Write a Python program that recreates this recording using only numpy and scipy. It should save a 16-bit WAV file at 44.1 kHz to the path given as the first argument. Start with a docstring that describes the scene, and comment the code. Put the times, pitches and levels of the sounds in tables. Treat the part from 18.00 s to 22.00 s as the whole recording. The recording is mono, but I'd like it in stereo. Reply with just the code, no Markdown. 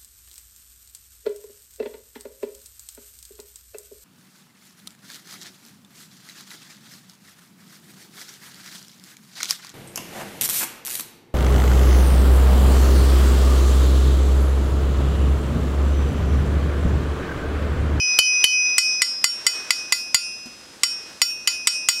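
"""An anvil in a yard, tapped with a hand-held steel tool, first on the thin heel, then on the face.
Each tap gives a tick, a short clank and a long ring whose mix depends on the spot that is struck.
The taps briefly overload the recorder: its gain ducks and recovers, so the ring swells after the hit.
Behind them lie outdoor air, the faint rustle of the smith shifting about and one soft footfall."""
import sys
import numpy as np
from scipy import signal
from scipy.fft import rfft, irfft
from scipy.io import wavfile
from scipy.ndimage import minimum_filter1d

SR = 44100
rng = np.random.default_rng(int(sys.argv[2]) if len(sys.argv) > 2 else 0)


def log_audio(samples):
    """Write samples as a 16-bit WAV file to the path given in sys.argv[1]."""
    # one column per channel
    frames = np.atleast_2d(samples).T
    # limit to full scale, then quantise
    limited = np.clip(frames, -1, 1)
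    pcm = np.round(limited * 32767).astype(np.int16)
    wavfile.write(sys.argv[1], SR, pcm)


N = 176400
PRE_ROLL = SR // 5   # samples ahead of time zero, so the scene opens on a ringing anvil
TOTAL = N + PRE_ROLL
TIME = (np.arange(TOTAL) - PRE_ROLL) / SR

# The taps. Each row: start in seconds, then the drive in dB of the tick and of the mode groups
# hum, whine, chime, shimmer, clang, clank, knock and ping.
TAPS = [ (-.085, -3, -9.5, -13, -15, -33.5, 4, -14, -30, -16),
        (0.1888, -0.5, -5.5, -10.5, -12, -26.5, 2, -12, -38, -16),
        (0.4412, 0.5, -6, -12, -11.5, -28.5, 3, -17, -18.5, -18),
        (0.7818, -9, -15.5, -14.5, -10, -44, -18, -13.5, -12.5, -10),
        (1.019, -7.5, -34.5, -20.5, -14.5, -52, -23.5, -16, -9, -16.5),
        (1.2421, -7, -38.5, -37, -12, -41, -18, -11, -10, -16),
        (1.4665, -10, -29.5, -35, -13.5, -55, -18.5, -12, -12, -13.5),
        (1.7059, -7, -27, -29, -18.5, -45, -27, -15.5, -13.5, -22.5),
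        (1.923, -6.5, -30, -27, -19.5, -40.5, -38, -13, -10, -22),
        (2.1451, -4, -27.5, -25, -18, -31.5, -25, -7.5, -11.5, -16),
        (2.834, -7.5, -34.5, -33, -13, -46, -21, -14.5, -15.5, -15.5),
        (3.217, -8.5, -29, -42, -11.5, -38, -22, -11.5, -17.5, -21.5),
        (3.4741, -6.5, -26.5, -30.5, -18.5, -39, -21.5, -15.5, -16.5, -39),
        (3.6719, -4.5, -24.5, -26.5, -13, -36.5, -21.5, -15, -21.5, -9),
        (3.8869, -2.5, -26, -30, -13.5, -46, -20, -11.5, -16.5, -11.5)]
# Modes of anvil and tool, grouped as they are driven together.
# Each row: pitch in Hz, level in dB added to the group's drive, time to fall 60 dB in seconds.
STEEL_MODES = { "hum": [(2510.7, 1.5, 1), (5932, -4, 1.32)], "whine": [(5086, 0, 1.3), (5020, -15, 0.92),
               (6323, -22, 0.65)], "chime": [(5533.6, -0.5, .48), (5566, -6, .25), (8903, -13.5, 0.26),
               (8300, -27, 0.16), (10893, -19, 0.27), (12900, -25, 0.26)], "shimmer": [(2720, -1, 1.19),
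               (9226, 1, 0.54), (9337, 0.5, 0.52)], "clang": [(3013, 0.5, 0.2), (4460, -10.5, 0.2),
               (4600, -41, 0.52), (11023, -12.5, 0.11), (6980, -18, 0.23)], "clank": [(4734, 3.5, 0.16),
               (6943, 0.5, .15), (4265, -6, 0.15), (4782, -3, 0.14), (1411, -13, 0.19), (3500, -16, 0.17),
               (7200, -5.5, .16), (9300, -14.5, 0.21), (9840, -12.5, 0.14), (13060, -18, 0.16)],
               "knock": [(2025, 1, 0.091)], "ping": [(7993, 4, 0.065), (8170, -13.5, 0.36)]}
# High overtones, in a new mix at every tap. Each row: pitch in Hz, level in dB added to the tick's drive.
OVERTONES = [(6650, -30), (6790, -31), (7738, -32), (8039, -37), (9065, -36.5), (10125, -32), (10460, -36),
             (11480, -43), (12050, -30), (13120, -40), (14300, -43)]
# Noise colours. Each row: frequency in Hz, relative spectral density in dB.
TICK_COLOUR = [(60, -29.5), (300, -31), (600, -30), (900, -12), (1200, 2), (1650, -18), (2300, 5),
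               (3500, -1), (5500, -11), (9000, -1.5), (12000, -10), (16000, -33.5)]
YARD_ECHO_COLOUR = [(100, -20), (600, -13.5), (1200, -6.5), (2300, -1.5), (4700, 1.5), (8000, -7.5),
                    (11000, -13), (16000, -36)]
AIR_COLOUR = [(25, -3.5), (60, -1.5), (120, -4.5), (260, 1.5), (500, -2.5), (1000, -7.5), (2000, -14),
              (5000, -7), (9000, -12.5), (13000, -23), (16000, -46)]
RUSTLE_COLOUR = [(100, -37), (300, -5.5), (800, -9), (1500, -4), (2600, -9), (5000, -10), (9000, -18),
                 (15000, -35)]
# The rise and fall of the smith's rustling. Each row: time in seconds, level in dB.
RUSTLE_FADER = [(0, -45), (.38, -38), (.55, -42), (.72, -44), (1.3, -48.5), (1.45, -40), (1.58, -37.5),
                (1.85, -45), (2.2, -54.5), (2.8, -48.5), (3.08, -45), (3.3, -51.5), (4, -50.5)]
# Stereo width of the noises. Each row: frequency in Hz, side level against mid in dB.
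STEREO_WIDTH = [(100, -35), (3000, -49), (6000, -31.5), (10000, -4.5)]


def from_db(db):
    """Decibels to gain."""
    return 10 ** (np.asarray(db) / 20)


def decay(age, t60):
    """An envelope that opens at age zero and falls 60 dB in t60 seconds."""
    return (age >= 0) * np.exp(-np.log(1000) * np.clip(age / t60, 0, 10))


def smooth(x, seconds):
    """One-pole low-pass."""
    pole = np.exp(-1 / (seconds * SR))
    return signal.lfilter([1 - pole], [1, -pole], x)


def eq_gain(curve, hz):
    """Gain of an EQ curve drawn on a log-frequency axis."""
    points_hz, points_db = np.transpose(curve)
    return from_db(np.interp(np.log(hz + 1), np.log(points_hz), points_db))


def noise(colour):
    """Coloured stereo noise of rms 1, nearly mono below the high treble."""
    hz = np.fft.rfftfreq(TOTAL, 1 / SR)
    mid, side = rfft(rng.standard_normal((2, TOTAL))) * eq_gain(colour, hz)
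    stereo = irfft(mid + side * eq_gain(STEREO_WIDTH, hz) * [[1], [-1]], TOTAL)
    return stereo / stereo.std()


def contact_ticks(rise_s=0.0009, tick_t60_s=0.025, echo_t60_s=0.21, echo_db=-16.5):
    """The crack of steel on steel, with a faint tail scattered back by sheds and woodpile."""
    crack, tail = np.zeros((2, TOTAL))
    for start_s, drive_db, *_ in TAPS:
        start = int(start_s * SR) + PRE_ROLL
        age = np.arange(TOTAL - start) / SR
        attack = from_db(drive_db) * np.minimum(age / rise_s, 1)
        crack[start:] += attack * decay(age, tick_t60_s)
        tail[start:] += attack * decay(age, echo_t60_s)
    return crack * noise(TICK_COLOUR) + from_db(echo_db) * tail * noise(YARD_ECHO_COLOUR)


def struck_mode(hz, t60, levels_db, scatter_db=0, pan_db_per_khz=0.16, grip_cycles=0.54):
    """One mode of the steel: each tap stops the old vibration and sets it ringing anew."""
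    starts = np.append((np.array(TAPS)[:, 0] * SR).astype(int) + PRE_ROLL, TOTAL)
    ring = np.zeros((2, TOTAL))
    for start, end, db in zip(starts, starts[1:], levels_db):
        scatter, pan, polarity, grip = rng.standard_normal(4)
        age = np.arange(end - start) / SR
        pan_db = pan * pan_db_per_khz * hz / 1000 * np.array([[.5], [-.5]])
        detune_hz = grip * grip_cycles / t60   # the grip shifts strongly damped modes most
        tone = np.sign(polarity) * np.cos(2 * np.pi * (hz + detune_hz) * age)
        ring[:, start:end] = from_db(db + scatter_db * scatter + pan_db) * tone * decay(age, t60)
    return ring


def waver(depth_db=1.3, swing_s=0.03):
    """A slight random wobble in the level of a ring."""
    swings = from_db(depth_db * rng.standard_normal(TOTAL // 100))
    return np.interp(np.arange(TOTAL) / (swing_s * SR), np.arange(len(swings)), swings)


def anvil_ring(overtone_t60_s=0.27):
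    """Anvil and tool vibrate: wavering main modes, topped by overtones that follow the tick's strength."""
    _, tick_db, *group_drives_db = np.transpose(TAPS)
    ring = np.zeros((2, TOTAL))
    for drive_db, modes in zip(group_drives_db, STEEL_MODES.values()):
        for hz, db, t60 in modes:
            ring += struck_mode(hz, t60, drive_db + db) * waver()
    for hz, db in OVERTONES:
        ring += struck_mode(hz, overtone_t60_s, tick_db + db, scatter_db=6.5)
    return ring


def outdoor_air(level_db=-48.5):
    """A steady, quiet bed of open air."""
    return from_db(level_db) * noise(AIR_COLOUR)


def smith_rustle(roughness_db=1.5, grain_s=0.0081):
    """The smith shifts about: soft swells of noise with a fluttering grain."""
    flutter = smooth(rng.standard_normal(TOTAL), grain_s)
    fader_db = np.interp(TIME, *np.transpose(RUSTLE_FADER))
    return from_db(fader_db + roughness_db * flutter / flutter.std()) * noise(RUSTLE_COLOUR)


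def footfall(start_s=2.458, level_db=-34.5, thud_hz=241, t60_s=0.13, scuff_db=-6):
    """A foot lands: a low thud with a little scuff."""
    age = TIME - start_s
    thud = np.sin(2 * np.pi * thud_hz * age)
    scuff = from_db(scuff_db) * noise(AIR_COLOUR)
    return from_db(level_db) * decay(age, t60_s) * (thud + scuff)


def gain_control(mix, threshold_db=-18, slope=0.87, attack_s=0.0056, hold_s=0.012, release_db_per_s=137):
    """Loud hits pull the gain down within milliseconds; it holds, then climbs back at a steady rate."""
    power = smooth(np.mean(mix ** 2, axis=0), seconds=0.003)
    level_db = 10 * np.log10(power + 1e-12)
    half_hold = int(hold_s * SR / 2)
    peak_db = -minimum_filter1d(-level_db, 2 * half_hold + 1, origin=half_hold, mode="nearest")
    target_cut_db = slope * np.maximum(peak_db - threshold_db, 0)
    climb_db = release_db_per_s * TIME
    cut_db = np.maximum.accumulate(target_cut_db + climb_db) - climb_db   # limits the speed of recovery
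    return mix * from_db(-smooth(cut_db, attack_s))


def scene():
    """Taps and yard, ducked together by the gain control, with the pre-roll trimmed off."""
    mix = anvil_ring() + contact_ticks() + outdoor_air() + smith_rustle() + footfall()
    return gain_control(mix)[:, PRE_ROLL:]


def record(dry, ceiling=0.69, low_cut_hz=60, high_cut_hz=17200):
    """Overloaded peaks are soft-clipped, then the deep bass and the very top are cut."""
    clipped = dry / (1 + (dry / ceiling) ** 6) ** (1 / 6)
    low_cut = signal.butter(2, low_cut_hz, "high", fs=SR, output="sos")
    high_cut = signal.cheby2(14, 80, high_cut_hz, fs=SR, output="sos")
    return signal.sosfilt(high_cut, signal.sosfilt(low_cut, clipped))


dry = scene()
out = record(dry)
log_audio(out)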